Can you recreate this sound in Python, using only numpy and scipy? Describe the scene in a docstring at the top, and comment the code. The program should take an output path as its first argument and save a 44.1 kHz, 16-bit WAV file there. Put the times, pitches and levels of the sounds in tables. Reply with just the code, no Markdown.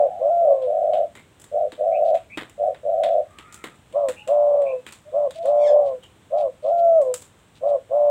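"""Two caged spotted doves bow and coo at each other, a short note and then a long one in each phrase.
One purrs in rapid low pulses, a train of short tone bursts; the other sings two beating tones that arch
and fall, with mixing products. Feet and beaks tap the cages: noisy forces excite floor, perch and wire.
Small birds chirp further off as fluttering tones, other doves and a hoarse cry sound in the distance,
feathers brush in shaped noise, and a hard-walled porch answers over a quiet outdoor hush."""
import sys
import numpy as np
from scipy import signal
from scipy.fft import rfft, irfft, next_fast_len
from scipy.io import wavfile
from scipy.ndimage import map_coordinates

SR = 44100
rng = np.random.default_rng(int(sys.argv[2]) if len(sys.argv) > 2 else 0)


def generate_wav(signal):
    """Clip the signal to [-1, 1] and save it as 16-bit WAV at the path in sys.argv[1]."""
    frames = np.transpose(np.atleast_2d(signal))
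    scaled = np.clip(frames, -1, 1) * 32767
    pcm = np.round(scaled).astype(np.int16)
    wavfile.write(sys.argv[1], SR, pcm)


N = 357210


def amp(db):
    """Level law: decibels to an amplitude ratio."""
    return 10 ** (np.asarray(db) / 20)


def unit(x):
    """Normalisation to a root-mean-square of 1."""
    return x / np.sqrt(np.mean(x ** 2) + 1e-20)


def ramp(x):
    """Linear ramp, limited to the range 0 to 1."""
    return np.clip(x, 0, 1)


def along(points, hz):
    """Interpolation of (frequency_hz, value) points on a logarithmic frequency axis."""
    point_hz, value = np.transpose(points)
    return np.interp(np.log(hz + 1), np.log(point_hz + 1), value)


def add(track, start_s, sound):
    """Superposition: mix a sound in; it may already be under way at time zero."""
    start = round(start_s * SR)
    sound = sound[max(0, -start):]
    part = track[max(0, start):][:len(sound)]
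    part += sound[:len(part)]


def edges(t, length, attack, release):
    """Edge weight of a note: 1 at both ends, 0 while it is held."""
    return 1 - ramp(np.minimum(t / attack, (length - t) / release))


def wobble(rate, size):
    """Band-limited fluctuation: a smooth curve through random knots, `rate` of them a second."""
    knots = rng.standard_normal(int(size * rate / SR) + 4)
    return map_coordinates(knots, [np.arange(size) * rate / SR])


def tone(hz, rough, rate):
    """Complex tone: phase is the integral of frequency; random flutter modulates strength and phase."""
    flutter = wobble(rate, len(hz)) + 1j * wobble(rate, len(hz))
    carrier = np.exp(2j * np.pi * np.cumsum(hz) / SR)
    return carrier * (1 + rough * flutter) / np.sqrt(1 + 2 * rough ** 2)


def filtered(x, response):
    """Linear filtering: multiply the spectrum by a gain that depends on frequency."""
    size = next_fast_len(len(x) + 8192)
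    return irfft(rfft(x, size) * response(np.fft.rfftfreq(size, 1 / SR)), size)[:len(x)]


def noise(spectrum):
    """Coloured noise of rms 1: white noise shaped by a spectral envelope."""
    return unit(filtered(rng.standard_normal(N), lambda hz: amp(along(spectrum, hz))))


def impulse(spectrum, size=2048):
    """Minimum-phase response of a body with this colour, energy 1, found by folding the cepstrum."""
    cepstrum = irfft(np.log(amp(along(spectrum, np.fft.rfftfreq(size, 1 / SR)))))
    cepstrum[1:size // 2] *= 2
    cepstrum[size // 2 + 1:] = 0
    response = irfft(np.exp(rfft(cepstrum)))
    return response / np.linalg.norm(response)


def note(rows, fade=0.0022):
    """Piecewise-linear contours: start time, a soft gate and one value per sample for each column."""
    s, *columns = np.transpose(rows)
    t = np.arange(s[0], s[-1], 1 / SR)
    gate = np.sin(np.pi / 2 * ramp(np.minimum(t - t[0], t[-1] - t) / fade)) ** 2
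    return s[0], gate, *[np.interp(t, s, column) for column in columns]


def singing_dove(flutter=0.89, flutter_rate=170, above_db=-17, below_db=-33, octave_db=-41, sum_db=-36,
                 fall_db=-26, rasp_db=-36, whistle_db=-60, fade=0.0025):
    """Intermodulation: two tones about 100 to 130 Hz apart beat; the syrinx mixes in weak products."""
    # coos: start_s, push_s, length_s, scoop_s, top_pitch_hz, sag_by_end_of_push_hz, tone_gap_hz,
    # main_db, push_swell_db, partner_db, strain (0-1), overtones_db
    coos = [(-0.1, .135, .193, 0.055, 603.8, 22, 103.7, -14.5, -1.5, -17, .4, -9),
            (0.19, .33, 0.53, 0.096, 596.7, 43, 99.63, -18.5, 3.5, -21.5, 0.16, -4),
            (3.93, 0.098, .19, .045, 592.4, 17.5, 99.4, -15.5, -5, -27, 0.08, 6.5),
            (4.267, 0.33, .54, .062, 590.3, 14.5, 110, -16, 0, -23, .22, 2),
            (5.118, 0.13, 0.18, .065, 598.5, 19, 99.9, -18, -2, -25.5, 0.02, 1.5),
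            (5.429, .372, 0.56, 0.078, 587.2, -4, 112, -17.5, 4, -22, 0.4, 0.5),
            (6.303, .11, 0.2, .075, 618, 18, 98.6, -19.5, -1, -21.5, 0.09, 0),
            (6.624, 0.37, 0.55, 0.091, 593, 63, 102, -21, 9.5, -21.5, 0.02, 0),
            (7.608, 0.13, 0.18, 0.069, 588.3, 13, 103.7, -19, 0.5, -24.5, 0.05, 0),
            (7.893, .35, .54, 0.071, 592, 22.5, 116.4, -18.5, 5.5, -24, 0.4, 0.5)]
    out = np.zeros(N)
    for s, push, length, *shape, throat_db in coos:
        t = np.arange(int(length * SR)) / SR
        hz, gap_hz, main_db, partner_db, rough = coo_shape(t, push, length, *shape)
        high = voice_break(s + t)
        main_hz = hz + high * gap_hz
        main = amp(main_db) * tone(main_hz, flutter * rough, flutter_rate)

        # the partner lies a gap above the main tone, or a gap below it while the voice is broken
        beside = lambda step_hz: tone(main_hz + step_hz, 3.2 * flutter * rough, flutter_rate)
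        broken_partner_db = -6.5
        partner_mix = (1 - high) * beside(gap_hz) + high * amp(broken_partner_db) * beside(-gap_hz)
        partner = amp(partner_db) * partner_mix

        # each mixing product wavers on its own and leaves the throat at its own phase
        def product(pitch_hz, waver):
            return tone(pitch_hz, waver, flutter_rate) * np.exp(2j * np.pi * rng.random())

        weaker = amp(np.minimum(main_db, partner_db))
        low_voice = (1 - high) * amp(main_db)
        sidebands = amp(above_db) * weaker * product(hz + 2 * gap_hz, 0.54)
        sidebands += amp(below_db) * low_voice * product(hz - gap_hz, 0.97)
        # as the pitch sinks the throat lets the octave stand out against the main tone
        octave_level_db = main_db + np.interp(main_hz, [540, 585], [fall_db, octave_db])
        octave = amp(octave_level_db) * product(2 * main_hz, 0.29)
        overtones = amp(octave_db + partner_db) * product(2 * (hz + gap_hz), 0.49)
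        overtones += amp(sum_db) * (1 - high) * weaker * product(2 * hz + gap_hz, 0.34)
        rasp = product(2 * hz - gap_hz, 0.31) + 1.3 * product(2 * (hz - gap_hz), 0.8)
        rasp = amp(rasp_db) * low_voice * rasp
        # a thin whistle rides far above the higher of the two tones
        whistle_level = amp(whistle_db) * (amp(partner_db) + high * amp(main_db))
        whistle = whistle_level * product(10 * (hz + gap_hz), .5)

        voice = main + partner + sidebands + amp(throat_db) * (octave + overtones + rasp) + whistle
        add(out, s, np.sqrt(2) * (1 - edges(t, length, fade, fade)) * voice.real)
    return out


def coo_shape(t, push, length, scoop_s, top_hz, sag_hz, gap_hz, db, swell_db, partner_db, strain):
    """Pressure-driven contours of one note: scoop up from rest, push, relax; strain peaks late in the push."""
    rest_hz, sink_hz, scoop_bend, sag_bend = 474.9, 489.3, 1.35, 1.8
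    gap_widens_hz_per_s, partner_fade_db_per_s = 35, 25
    attack_s, release_share, edge_db, scoop_db = .027, 0.12, -24.5, -8.5  # share of the note's length
    relax_s, relaxed_db = 0.052, -22.5
    calm_rough, edge_rough, strain_lead_s, strain_width_s = 0.1, 0.11, .045, 0.064

    scoop = (1 - ramp(t / scoop_s)) ** scoop_bend
    edge = edges(t, length, attack_s, release_share * length)
    held_hz = top_hz + (rest_hz - top_hz) * scoop - sag_hz * ramp(t / push) ** sag_bend
    hz = held_hz + (sink_hz - held_hz) * ramp((t - push) / (length - push))
    pushed_db = db + swell_db * ramp(t / push) + scoop_db * scoop
    main_db = pushed_db + (relaxed_db - pushed_db) * ramp((t - push) / relax_s)
    second_db = partner_db - partner_fade_db_per_s * t
    straining = strain * np.exp(-((t - push + strain_lead_s) / strain_width_s) ** 2)
    rough = calm_rough + edge_rough * edge + straining
    wide_gap_hz = gap_hz + gap_widens_hz_per_s * t
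    return hz, wide_gap_hz, main_db + edge_db * edge, second_db + edge_db * edge, rough


def voice_break(s):
    """Register change: 1 while the main tone sits one gap higher, else 0, with smooth transitions."""
    # in two long notes the voice leaps up and later slides back: leap_s, slide_s
    breaks = [(.303, .46), (6.713, 7.008)]
    leap_width_s, slide_width_s = 0.01, 0.024
    return sum(np.tanh((s - leap) / leap_width_s) - np.tanh((s - slide) / slide_width_s)
               for leap, slide in breaks) / 2


def purring_doves(pulse_hz=103, width=0.0023, jitter=.0007, size_db=1.5, pitch_spread=.025, slip=1.26,
                  octave_db=-52):
    """Pulse-train excitation: each syrinx opening emits a few coo cycles, early or late and out of step."""
    # notes, the first a faint purr from a dove further off, the others from the near purring dove:
    # start_s, length_s, top_pitch_hz, closing_pitch_hz, level_db, swell_db
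    purrs = [(-.04, .29, 696, 693, -33, 0), (0.409, 0.16, 658, 574, -21, 1.5),
             (0.653, 0.41, 642.4, 630, -22, 5), (1.516, .17, 670, 557, -22, 3.5),
             (1.781, 0.4, 646.6, 640, -21, 4.5), (2.579, 0.15, 681, 569, -21.5, 4.5),
             (2.833, 0.4, 640.5, 607, -22, 5)]
    out = np.zeros(N)
    t = np.arange(-SR // 80, SR // 80) / SR
    swell = np.exp(-.5 * (t / width) ** 2)
    swell /= np.sqrt(np.sum(swell ** 2) / SR * pulse_hz / 2)
    for s, length, *shape in purrs:
        times = np.arange(width, length, 1 / pulse_hz)
        chance = rng.standard_normal((64, 4))  # one row per pulse
        pitches, levels = purr_shape(times, length, *shape)
        for at, hz, db, (late, size, sharp, turn) in zip(s + times, pitches, levels, chance):
            start_phase = 2 * np.pi * 20 * at + slip * turn  # the coo is not locked to the pulse rate
            phase = 2 * np.pi * hz * (1 + pitch_spread * sharp) * t + start_phase
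            pulse = swell * np.cos(phase) + amp(octave_db) * swell ** 2 * np.cos(2 * phase)
            add(out, at + jitter * late + t[0], amp(db + size_db * size) * pulse)
    return out


def purr_shape(t, length, top_hz, end_hz, db, swell_db):
    """Pitch and level contours: a purr scoops up, swells in level and glides to its closing pitch."""
    start_hz, scoop_s, sink_s = 574, 0.08, 0.075
    attack_s, release_s, edge_db = 0.029, 0.027, -17.5
    scoop_hz = (start_hz - top_hz) * ramp(1 - t / scoop_s)
    sink_hz = (end_hz - top_hz) * ramp(1 - (length - t) / sink_s)
    level_db = db + swell_db * t / length + edge_db * edges(t, length, attack_s, release_s)
    return top_hz + scoop_hz + sink_hz, level_db


def wall_bounce(x, delay=.0135, bounce_db=-12):
    """Single reflection: the wall behind the cage returns each pulse between the following ones."""
    bounce = np.pad(x, (int(delay * SR), 0))[:N]
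    return (x + amp(bounce_db) * bounce) / np.sqrt(1 + amp(bounce_db) ** 2)


def cage_taps(strike=4, blow_t60=0.025, scuff_t60=0.25, scuff_rise=0.0012, grit_db=3.0,
              ring_width_hz=420, ring_db=-6, thud_db=-4, knock_db=-18, wire_db=-7):
    """Source-filter impact: a sharp blow and a grainy rattle of grit excite floor, perch and bars."""
    # taps and scuffs, levels ahead of the offsets above:
    # start_s, perch_knock_db, floor_thud_db, wire_tick_db, ring_hz, share of the energy in the first blow (0-1)
    taps = [(0.617, -38, -60.5, -61.5, 3500, 0), (0.9343, -29, -47.5, -53.5, 3040, 0.2),
            (1.1528, -31.5, -48.5, -48.5, 1990, 0.4), (1.3984, -48, -54.5, -47.5, 1980, 0.4),
            (1.4177, -45.5, -58, -47, 3250, 0.8), (1.4414, -39.5, -56.5, -45.5, 1980, 0.7),
            (1.7205, -29.5, -42, -50, 3650, 0.45), (2.143, -30, -51.5, -48.5, 2440, 0),
            (2.3735, -16, -32, -42, 1970, 0.3), (2.4964, -41.5, -60.5, -49.5, 2930, 0.7),
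            (2.7462, -35, -51.5, -62.5, 2100, 0.6), (3.0355, -20, -42.5, -43, 3500, 0.45),
            (3.3862, -30, -48, -48, 2900, 0.6), (3.5254, -39.5, -59, -43.5, 3740, 0.45),
            (3.5434, -38.5, -65, -40, 3020, 0.6), (3.6401, -22, -37.5, -41, 1990, 0.45),
            (3.9255, -42.5, -59, -57.5, 2920, 0.45), (4.0861, -22.5, -40, -34.5, 1860, 0.45),
            (4.2762, -30, -52, -43, 2640, 0.45), (4.6194, -40, -51, -54.5, 2290, 0.45),
            (4.8653, -26.5, -47.5, -42.5, 2600, 0.3), (4.9237, -32.5, -61.5, -39.5, 4120, 0.5),
            (5.3078, -32, -60.5, -45, 3640, 0.7), (5.457, -36, -54.5, -46.5, 1850, 0.7),
            (6.0342, -40.5, -60, -53, 3090, 0.3), (7.0155, -42.5, -54, -46.5, 2150, 0.45),
            (7.1407, -28.5, -62.5, -26.5, 2930, 0.6), (7.2204, -38, -56, -42.5, 3550, 0.45)]
    # spectral colours of cage floor, perch and wire bars: frequency_hz, gain_db
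    floor_colour = [(60, -20.5), (170, -6), (300, 1), (450, -1.5), (750, -4), (1100, -17.5), (2000, -44)]
    perch_colour = [(400, -27), (900, 3.5), (1400, -1), (2400, -3), (3700, -2.5), (4700, -21),
                    (7000, -40.5)]
    wire_colour = [(2500, -30.5), (4500, -10), (6000, -7), (7600, 5.5), (9000, -1.5), (11500, -14),
                   (15500, -14)]

    t = np.arange(SR // 3) / SR
    thud, knock, wire = impulse(floor_colour), impulse(perch_colour), impulse(wire_colour)
    short = t[:len(knock)]
    out = np.zeros(N)
    for s, perch_db, floor_db, tick_db, ring_hz, sharp in [*taps, *grit_ticks()]:
        share = ramp(sharp)
        grain = amp(-60 * t / scuff_t60 + grit_db * wobble(400, len(t)))
        rattle = rng.standard_normal(len(t)) * grain * (1 - np.exp(-t / scuff_rise))
        blow = rng.standard_normal(len(t)) * amp(-60 * t / blow_t60)
        blow[0] = strike  # first contact, then a brief chatter
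        force = np.sqrt(1 - share) * rattle / np.linalg.norm(rattle)
        force += np.sqrt(share) * blow / np.linalg.norm(blow)
        # a short ring at a varied pitch colours each tap
        ring = np.sin(2 * np.pi * ring_hz * short) * np.exp(-np.pi * ring_width_hz * short)
        perch = knock + amp(ring_db) * ring / np.linalg.norm(ring)
        body = amp(floor_db + thud_db) * thud + amp(perch_db + knock_db) * perch
        body += amp(tick_db + wire_db) * wire
        add(out, s, np.sqrt(0.033 * SR) * signal.fftconvolve(force, body))  # energy spread over 33 ms
    return out


def grit_ticks(count=12):
    """Random point process: rows like those of the taps, for faint seed and grit ticks."""
    knock_db, thud_db, wire_db, ring_hz, share = -54, -71, -62.5, 3303.5, 0.34
    spread_db = 1.5
    moments = rng.random(count) * N / SR
    sizes = spread_db * rng.standard_normal(count)
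    return [(s, knock_db + db, thud_db + db, wire_db + db, ring_hz, share) for s, db in zip(moments, sizes)]


def feathers(grain_db=2.5):
    """Friction noise: feathers brush in soft, grainy swishes that swell and fade as the doves bow."""
    # brushes: start_s, length_s, level_db
    brushes = [(2.035, 0.097, -54), (5.33, 0.075, -51), (5.41, 0.12, -54), (4.914, .07, -56.5),
               (5.844, .06, -58), (6.361, 0.08, -53.5), (6.605, 0.13, -58.5), (6.765, 0.05, -57.5),
               (7.541, 0.052, -58), (7.661, .06, -58.5)]
    # colour of the brushing noise: frequency_hz, gain_db
    feather_colour = [(1200, -19.5), (2500, -1), (3800, 1.5), (5500, -11.5), (8500, -10.5), (12000, -27.5)]
    stroke = np.zeros(N)
    for s, length, db in brushes:
        add(stroke, s, amp(db) * np.sin(np.linspace(0, np.pi, int(length * SR))))
    return stroke * amp(grain_db * wobble(230, N)) * noise(feather_colour)


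def far_doves(rough=0.33, rate=110, swell_power=1.4, arch_hz=21.8):
    """Frequency and amplitude modulation: single wavering lines swell, arch in pitch and fade."""
    # doves further off: start_s, length_s, start_pitch_hz, end_pitch_hz, level_db
    far_coos = [(4.12, 0.21, 815, 827, -56.5), (5.05, 0.075, 573, 600, -40.5),
                (5.345, .15, 624, 688, -28.5), (5.622, 0.31, 687, 765, -34.5)]
    out = np.zeros(N)
    for s, length, start_hz, end_hz, db in far_coos:
        u = np.linspace(0, 1, int(length * SR))
        arch = np.abs(np.sin(np.pi * u))
        hz = start_hz + (end_hz - start_hz) * u + arch_hz * arch
        add(out, s, np.sqrt(2) * amp(db) * arch ** swell_power * tone(hz, rough, rate).real)
    return out


def small_birds(rough=2.8, rasp_rate=480, waver=0.011, squeal_rough=.9, trail_s=.13, trail_db=-12,
                trail_rough=.3):
    """Random modulation makes gliding chirps husky, each with a thin trail; harmonics make one squeal."""
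    # chirps: start_s, length_s, start_pitch_hz, end_pitch_hz, level_db
    chirps = [(1.167, 0.032, 2140, 2190, -52.5), (1.917, 0.059, 2180, 2710, -48),
              (2.298, 0.059, 2180, 2580, -46), (4.161, 0.064, 2560, 2810, -47),
              (4.654, 0.072, 2400, 2600, -46), (6.026, 0.032, 3050, 2990, -50.5)]
    # contour of the squeal, which rises and then falls: time_s, pitch_hz, level_db ahead of its colour
    squeal = [(5.57, 1054, -67.5), (5.595, 1104, -63), (5.625, 1172, -53.5), (5.655, 1060, -50),
              (5.68, 865, -47), (5.71, 831, -55.5), (5.735, 863, -61)]
    # strength of the squeal's harmonics: frequency_hz, gain_db
    squeal_colour = [(1000, -32), (1750, 2.5), (2350, 6), (2600, -16.5), (3400, 4), (4200, -11),
                     (5100, 0.5), (6000, -7), (8300, -6), (10000, -30.5)]

    out = np.zeros(N)
    for s, length, start_hz, end_hz, db in chirps:
        u = np.linspace(0, 1, int(length * SR))
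        swell = np.abs(np.sin(np.pi * u)) ** 0.48
        glide_hz = start_hz + (end_hz - start_hz) * u
        add(out, s, amp(db + 3) * swell * tone(glide_hz, rough, rasp_rate).real)
        v = np.linspace(0, 1, int(trail_s * SR))
        trail_swell = np.sqrt(np.abs(np.sin(np.pi * v))) * (1 - v)
        trail = trail_swell * tone(np.full(len(v), end_hz), trail_rough, rasp_rate).real
        add(out, s + .8 * length, amp(db + trail_db) * trail)

    s, gate, hz, db = note(squeal)
    hz = hz * (1 + waver * wobble(120, len(hz)))
    harmonics = sum(amp(along(squeal_colour, k * hz)) * tone(k * hz, squeal_rough, 420).real
                    for k in range(1, 10))
    add(out, s, gate * amp(db - 1.5) * harmonics)
    return out


def far_call(rough=2, rate=230, upper_db=-6, upper_ratio=1.6):
    """Line broadening: strong flutter blurs a hoarse, distant cry and a second smear above it."""
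    # contour of the cry: time_s, pitch_hz, level_db
    cry = [(3.25, 1144, -64.5), (3.42, 1234, -56), (3.52, 1333, -55.5), (3.66, 1326, -57.5),
           (3.74, 1285, -66)]
    s, gate, hz, db = note(cry)
    smear = amp(upper_db) * tone(upper_ratio * hz, 2 * rough, 4 * rate)
    out = np.zeros(N)
    add(out, s, np.sqrt(2) * gate * amp(db) * (tone(hz, rough, rate) + smear).real)
    return out


def porch(x, delay=.006):
    """Reverberation: the walls answer with a noise tail in which each frequency dies at its own speed."""
    # decay time of the porch: frequency_hz, t60_s
    decay = [(150, 0.28), (650, 0.17), (2500, 0.14), (8000, 0.033), (15000, 0.022)]
    hz, t, grid = signal.stft(rng.standard_normal(SR // 2), SR, nperseg=256)
    fading = grid * amp(-60 * t / along(decay, hz)[:, None])
    tail = signal.istft(fading, SR, nperseg=256)[1]
    return signal.fftconvolve(np.pad(x, (int(delay * SR), 0)), tail / np.linalg.norm(tail))[:N]


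def background(rumble_db=-56.5, rustle_db=-61.5, hiss_db=-72, wander_db=0.42, wander_rate=2.5):
    """Coloured noise: a slowly wandering outdoor rumble and rustle, and a steady thin high hiss."""
    # spectral densities, relative: frequency_hz, density_db
    hush_colour = [(25, -35), (48, -11), (98, -2), (125, -6), (320, -12), (600, -15.5), (1150, -17.5),
                   (2000, -21.5), (3600, -22.5), (4700, -34), (6200, -32.5), (8400, -29.5), (11300, -41),
                   (15000, -39)]
    hiss_colour = [(4500, -28), (6500, -9.5), (7800, 0.5), (8800, -4), (10500, -28.5)]
    hush = noise(hush_colour)
    low = filtered(hush, lambda hz: 1 / (1 + (hz / 700) ** 4))
    wander = lambda db: amp(db + wander_db * wobble(wander_rate, N))
    rumble = wander(rumble_db) * unit(low)
    rustle = wander(rustle_db) * unit(hush - low)
    return rumble + rustle + amp(hiss_db) * noise(hiss_colour)


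def scene():
    """Direct-to-reverberant balance: near doves and cages almost dry, small birds with more porch."""
    doves = singing_dove() + wall_bounce(purring_doves())
    others = far_doves()
    birds = small_birds() + far_call()
    cages = cage_taps() + feathers()
    echo = porch(amp(-16.5) * doves + amp(-12.0) * others + amp(-3.5) * birds + amp(-16.5) * cages)
    return (doves + others + birds + cages + echo + background())[None]


def record(dry):
    """Band limiting: an ideal low-pass keeps nothing at or above its limit."""
    top_hz = 15900
    return filtered(dry[0], lambda hz: hz < top_hz)[None]


dry = scene()
out = record(dry)
generate_wav(out)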